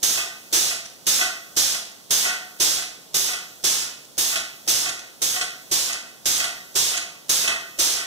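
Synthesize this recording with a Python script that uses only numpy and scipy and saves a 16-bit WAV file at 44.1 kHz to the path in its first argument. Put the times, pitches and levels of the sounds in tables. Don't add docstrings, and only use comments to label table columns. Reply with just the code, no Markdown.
import sys
import numpy as np
from scipy import signal
from scipy.fft import rfft, irfft, next_fast_len
from scipy.io import wavfile
from scipy.ndimage import map_coordinates

SR = 44100
rng = np.random.default_rng(int(sys.argv[2]) if len(sys.argv) > 2 else 0)


def inscribe(sig):
    pcm = np.round(np.clip(np.atleast_2d(sig).T, -1, 1) * 32767)
    wavfile.write(sys.argv[1], SR, pcm.astype(np.int16))


N = 355446
TIME = np.arange(N) / SR

# (valve opens [s], hiss level [dB], treble offset [dB], knock level [dB],
# first rebound level [dB], time for the rattle to fade by 60 dB [s])
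OUT_STROKES = [(0.0283, -8, -11, -21.5, -31, 0.27), (1.0664, -6.5, -12.5, -13.5, -27, 0.14),
               (2.1057, -7, -12, -18.5, -24.5, 0.3), (3.1423, -9, -10, -26, -25, 0.21),
               (4.1788, -9, -10, -22.5, -18, 0.14), (5.217, -10, -11, -19, -19.5, 0.13),
               (6.2555, -8, -13, -19, -21, .18), (7.2924, -7, -13, -22.5, -17, 0.31)]
BACK_STROKES = [(0.5249, -10, -12, -23, -35, 0.14), (1.5635, -10.5, -12.5, -25, -49, 0.15),
                (2.5987, -10, -13, -28, -28, 0.12), (3.6374, -11, -14.5, -33, -37.5, 0.25),
                (4.6748, -11, -12, -21.5, -28.5, 0.23), (5.7117, -12, -13, -24.5, -28.5, 0.22),
                (6.752, -10.5, -14.5, -22.5, -25, 0.19), (7.7865, -10.5, -14, -26, -28.5, 0.25)]
# (time [s], level [dB], pitch [Hz])
SQUEAKS = [(.735, -35, 6100), (.86, -37.5, 5900), (4.895, -28, 6500), (4.995, -38.5, 5930),
           (5.932, -28, 6630), (6.977, -24.5, 6450)]

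# (frequency [Hz], level [dB])
WORKSHOP_SPECTRUM = [(25, -12), (70, -10.5), (160, 4), (400, 2), (650, 2), (900, -4), (2000, -12),
                     (3500, -4), (6400, -3), (8000, -6), (16000, -9.5)]
LEAK_SPECTRUM = [(1000, -27), (3000, -5), (6500, 6), (10000, -1), (14500, 4), (16000, -3.5)]
CLATTER_SPECTRUM = [(100, -26), (400, -4), (550, -14.5), (720, -3), (900, -6.5), (1250, -2.5), (1500, 0),
                    (1700, 0.5), (2200, -1.5), (3200, -3), (4500, -8.5), (10000, -36)]
CONTACT_SPECTRUM = [(800, -10.5), (2500, 2), (4500, 3), (7000, 1), (10000, -3), (16000, -49)]
PUFF_SPECTRUM = [(25, -8), (70, -6), (150, 5), (260, -22), (450, 5.5), (800, -2), (1600, -26),
                 (4000, -22.5)]
JET_SPECTRUM = [(30, -17.5), (150, -16), (600, -12), (1050, -12.5), (2000, -8.5), (2800, -5.5),
                (3400, -3.5), (4300, -2.5), (5200, 1), (6000, -1), (7000, 0), (8500, -4), (11000, -9.5),
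                (16000, -19)]
FIZZ_SPECTRUM = [(4000, -20), (8000, -5), (11500, -1), (13500, -2.5), (16000, -8)]

# (frequency [Hz], width [Hz], level [dB])
FRAME_MODES = [(649, 21.5, -1), (674, 6.5, 6), (730.6, 11.4, 5), (1118, 26, -0.5), (1219, 24, -0.5),
               (1321, 15, -0.5), (1395, 26, -3), (1429, 16, 4.5), (1511, 21.5, 1.5), (1867, 10.6, 9.5),
               (1996, 55, 6.5), (2280, 160, -21), (2575, 33, 9), (2990, 20, 0.5), (3165, 91, -3.5),
               (3375, 17, 4.5)]
OUT_PORT_MODES = [(3400, 440, -10), (3625, 180, -2), (6275, 270, 2), (6630, 240, -3), (11500, 490, -18),
                  (13900, 400, -18)]
BACK_PORT_MODES = [(3490, 99, -3), (4200, 260, -9), (5440, 170, -6), (6060, 380, 3), (6340, 300, 0),
                   (8800, 330, -32)]

# (frequency [Hz], time to fade by 60 dB [s])
ROOM_DECAY = [(150, 0.51), (1000, 0.68), (4000, 0.55), (8000, 0.41), (15000, 0.34)]
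# (frequency [Hz], likeness [1 = fully, 0 or less = unrelated])
STEREO_LIKENESS = [(80, 0.15), (350, 0.25), (1200, 0.46), (2300, .5), (3400, 0.83), (4700, 0.5),
                   (6300, 0.62), (8000, 0.23), (16000, -0.74)]
# (frequency [Hz], left minus right [dB])
STEREO_BALANCE = [(80, -2.5), (350, 1.5), (1000, -1), (3500, -1), (4500, -2.5), (6700, -4.5), (9300, -2),
                  (16000, -3.5)]


def amp(db):
    return 10 ** (np.asarray(db) / 20)


def unit_rms(x):
    return x / np.sqrt(np.mean(x ** 2) + 1e-20)


def curve_at(points, hz):
    freqs, values = np.transpose(points)
    return np.interp(np.log(hz + 1), np.log(freqs + 1), values)


def filtered(x, response):
    size = next_fast_len(N + SR // 2)
    return irfft(rfft(x, size) * response(np.fft.rfftfreq(size, 1 / SR)), size)[..., :N]


def noise(spectrum):
    size = next_fast_len(N)
    gain = amp(curve_at(spectrum, np.fft.rfftfreq(size, 1 / SR)))
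    white = rng.standard_normal((2, size))
    return unit_rms(irfft(rfft(white) * gain, size)[:, :N])


def wobble(rate):
    return map_coordinates(rng.standard_normal(int(N * rate / SR) + 4), [TIME * rate / SR])


def add(track, start_s, sound):
    part = track[..., max(0, round(start_s * SR)):][..., :sound.shape[-1]]
    part += sound[..., :part.shape[-1]]


def ringing(x, modes):
    return filtered(x, lambda f: sum((-1) ** k * amp(db) * 1j * width * f / (hz**2 - f**2 + 1j * width * f)
                                     for k, (hz, width, db) in enumerate(modes)))


def stereo(x, likeness_power):
    in_step_hz, band_hz, plain_lag_hz = 1046, 1250, 9700

    def response(hz):
        angle = np.pi * np.maximum(hz - in_step_hz, 0) / band_hz
        swing = np.cos(angle) - 1j * np.minimum(hz / plain_lag_hz, 1) * np.sin(angle)
        likeness = np.clip(curve_at(STEREO_LIKENESS, hz) * abs(swing), 0, 1) ** likeness_power
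        spread = np.arccos(likeness) / 2
        lean = amp(curve_at(STEREO_BALANCE, hz) / 2) * np.exp(1j * np.unwrap(np.angle(swing)) / 2)
        shared, apart = np.cos(spread), np.sin(spread)
        return np.array([[shared * lean, apart * lean], [shared / lean, -apart / lean]])

    return filtered(x, response).sum(axis=1)


def workshop_and_leak(shop_db, leak_db):
    slide_is_out = np.zeros(N)
    for outward, back in zip(OUT_STROKES, BACK_STROKES):
        slide_is_out += (TIME > outward[0]) & (TIME < back[0])
    murmur = amp(shop_db + 0.3 * wobble(3)) * noise(WORKSHOP_SPECTRUM)
    return murmur + amp(leak_db) * slide_is_out * noise(LEAK_SPECTRUM)


def room(x, echo_db):
    starts = sorted(max(0, round((s - .02) * SR)) for s, *_ in [*OUT_STROKES, *BACK_STROKES])
    hz, t, bands = signal.stft(rng.standard_normal((len(starts), 2, SR // 2)), SR, nperseg=256)
    fade = amp(-60 * t / curve_at(ROOM_DECAY, hz)[:, None])
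    tails = signal.istft(bands * fade, SR, nperseg=256)[1]
    tails *= 1 - np.exp(-TIME[:tails.shape[-1]] / 0.0097)
    echo = np.zeros((2, N))
    for start, end, tail in zip(starts, starts[1:] + [N], tails):
        add(echo, start / SR, signal.fftconvolve(x[:, start:end], tail / np.linalg.norm(tail[0]), axes=1))
    return x + amp(echo_db) * echo


def ticks(strokes, first_s, last_s, level_db, scatter_db, fade_s, count):
    t = TIME[:SR // 20]
    envelope = np.zeros(N)
    for open_s, *_ in strokes:
        for moment, size in zip(rng.random(count), rng.standard_normal(count)):
            tick_s = open_s + first_s + moment * (last_s - first_s)
            add(envelope, tick_s, amp(level_db + scatter_db * size - 60 * t / fade_s))
    return envelope * noise(JET_SPECTRUM)


def guide_squeaks(level_db, grit_db, swell_s, width_hz):
    t = TIME[:SR // 8]
    middle_s = t.mean()
    swell = np.exp(-((t - middle_s) / swell_s) ** 2)
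    squeak, grit = np.zeros((2, N)), np.zeros(N)
    for peak_s, db, hz in SQUEAKS:
        band = signal.butter(2, [hz - width_hz / 2, hz + width_hz / 2], "band", fs=SR)
        tone = unit_rms(signal.lfilter(*band, rng.standard_normal((2, len(t)))))
        add(squeak, peak_s - middle_s, amp(db) * swell * tone)
        add(grit, peak_s - middle_s, amp(db + grit_db) * swell)
    return amp(level_db + wobble(260)) * (squeak + grit * noise(CONTACT_SPECTRUM))


def knocks(strokes, travel_s, rebounds=3, loss_db=12, knock_bright_db=-7.5, rebound_bright_db=2.5):
    rows = []  # (time [s], level [dB], brightness [dB], rattle fade time [s])
    for open_s, _, _, knock_db, rebound_db, settle_s in strokes:
        hit_s = open_s + travel_s
        rows.append((hit_s - .025, knock_db - 9, knock_bright_db, settle_s))
        rows.append((hit_s, knock_db, knock_bright_db, settle_s))
        flights_s = .04 + .007 * rng.standard_normal(rebounds)
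        for k, delay_s in enumerate(np.cumsum(flights_s)):
            rows.append((hit_s + delay_s, rebound_db - k * loss_db, rebound_bright_db, settle_s))
    return rows


def slide_hits(blow_db, clatter_db, contact_db, contact_fade_s):
    t = TIME[:SR // 3]
    blows = np.zeros((2, N))
    rattle_power, contact_power = np.zeros((2, N))
    hits = knocks(OUT_STROKES, travel_s=.146) + knocks(BACK_STROKES, travel_s=.184)
    for hit_s, db, bright_db, settle_s in hits:
        add(blows[0], hit_s, amp([db + blow_db]))
        add(rattle_power, hit_s - .002, amp(db - 60 * t / settle_s) ** 2 * (1 - np.exp(-t / 0.01)))
        add(contact_power, hit_s, amp(db + bright_db - 60 * t / contact_fade_s) ** 2)
    roughness = amp(3.26 * wobble(220))
    rattle = np.sqrt(rattle_power) * roughness * noise(CLATTER_SPECTRUM)
    contact = np.sqrt(contact_power) * roughness * noise(CONTACT_SPECTRUM)
    frame = ringing(blows + rattle, FRAME_MODES)
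    return frame + amp(clatter_db) * rattle + amp(contact_db) * contact


def valve_thumps(out_db, back_db, hz, swell_s, puff_db, puff_fade_s):
    t = TIME[:SR // 4]
    swell = (t / swell_s * np.exp(1 - t / swell_s)) ** 5.5
    puff_shape = (1 - np.exp(-t / 0.00044)) * amp(puff_db - 60 * t / puff_fade_s)
    thump, puff = np.zeros((2, N)), np.zeros(N)
    for strokes, db in ((OUT_STROKES, out_db), (BACK_STROKES, back_db)):
        for open_s, *_ in strokes:
            detune, phase = rng.standard_normal(2)
            tone = np.sin(2 * np.pi * (hz * (1 + .04 * detune) * t + phase))
            add(thump[0], open_s, amp(db) * swell * tone)
            add(puff, open_s - .003, puff_shape)
    return thump + puff * noise(PUFF_SPECTRUM)


def exhaust(strokes, port_modes, rise_s, empty_s, fall_db_per_s, surge_db, surge_s,
            hiss_db, fizz_db, whistle_db):
    t = TIME[:SR // 2]
    flow = amp(-fall_db_per_s * t) / np.sqrt(1 + (t / empty_s) ** 9.1)
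    hiss, fizz, whistle, opening = np.zeros((4, N))
    for open_s, db, treble_db, *_ in strokes:
        onset = amp(db) * (1 - np.exp(-t / rise_s))
        add(hiss, open_s - .008, amp(db - 20.5 - 60 * t / 0.048))
        add(hiss, open_s, onset * flow)
        add(fizz, open_s, onset * amp(treble_db) * flow ** 2)
        add(whistle, open_s, onset * flow ** 1.97)
        add(opening, open_s, 1 / (1 + (t / surge_s) ** 6))
    sputter = 1 + .55 * wobble(330)
    turbulence = amp(surge_db * opening * sputter + 0.26 * wobble(110) + 0.16 * wobble(14))
    port_tone = unit_rms(ringing(rng.standard_normal((2, N)), port_modes))
    jet = amp(hiss_db) * hiss * noise(JET_SPECTRUM) + amp(fizz_db) * fizz * noise(FIZZ_SPECTRUM)
    return turbulence * (jet + amp(whistle_db) * whistle * port_tone)


def scene():
    outward = exhaust(OUT_STROKES, OUT_PORT_MODES, rise_s=0.0016, empty_s=.18, fall_db_per_s=31,
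                      surge_db=1.5, surge_s=0.031, hiss_db=-12, fizz_db=-5, whistle_db=-17)
    back = exhaust(BACK_STROKES, BACK_PORT_MODES, rise_s=0.0055, empty_s=.2, fall_db_per_s=39.5,
                   surge_db=1, surge_s=0.046, hiss_db=-8, fizz_db=-1.5, whistle_db=-14)
    spits = ticks(OUT_STROKES, first_s=.004, last_s=.036, level_db=-20.5, scatter_db=4,
                  fade_s=0.0052, count=3)
    rod_settling = ticks(BACK_STROKES, first_s=0.19, last_s=.42, level_db=-44.5, scatter_db=1,
                         fade_s=0.028, count=3)
    thumps = valve_thumps(out_db=-35, back_db=-29.5, hz=351, swell_s=0.01, puff_db=-39.5, puff_fade_s=0.17)
    steel = slide_hits(blow_db=32, clatter_db=-8.5, contact_db=-5, contact_fade_s=0.17)
    squeaks = guide_squeaks(level_db=-2, grit_db=2.5, swell_s=0.0063, width_hz=470)
    wide = room(outward + back + spits + rod_settling + thumps + squeaks, echo_db=-6)
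    wide += workshop_and_leak(shop_db=-47.5, leak_db=-50)
    focused = room(steel, echo_db=-5.5)
    return stereo(wide, likeness_power=1) + stereo(focused, likeness_power=0.18)


def record(dry):
    top_hz = 15650
    return filtered(dry, lambda hz: 1 / (1 + (hz / top_hz) ** 200))


dry = scene()
out = record(dry)
inscribe(out)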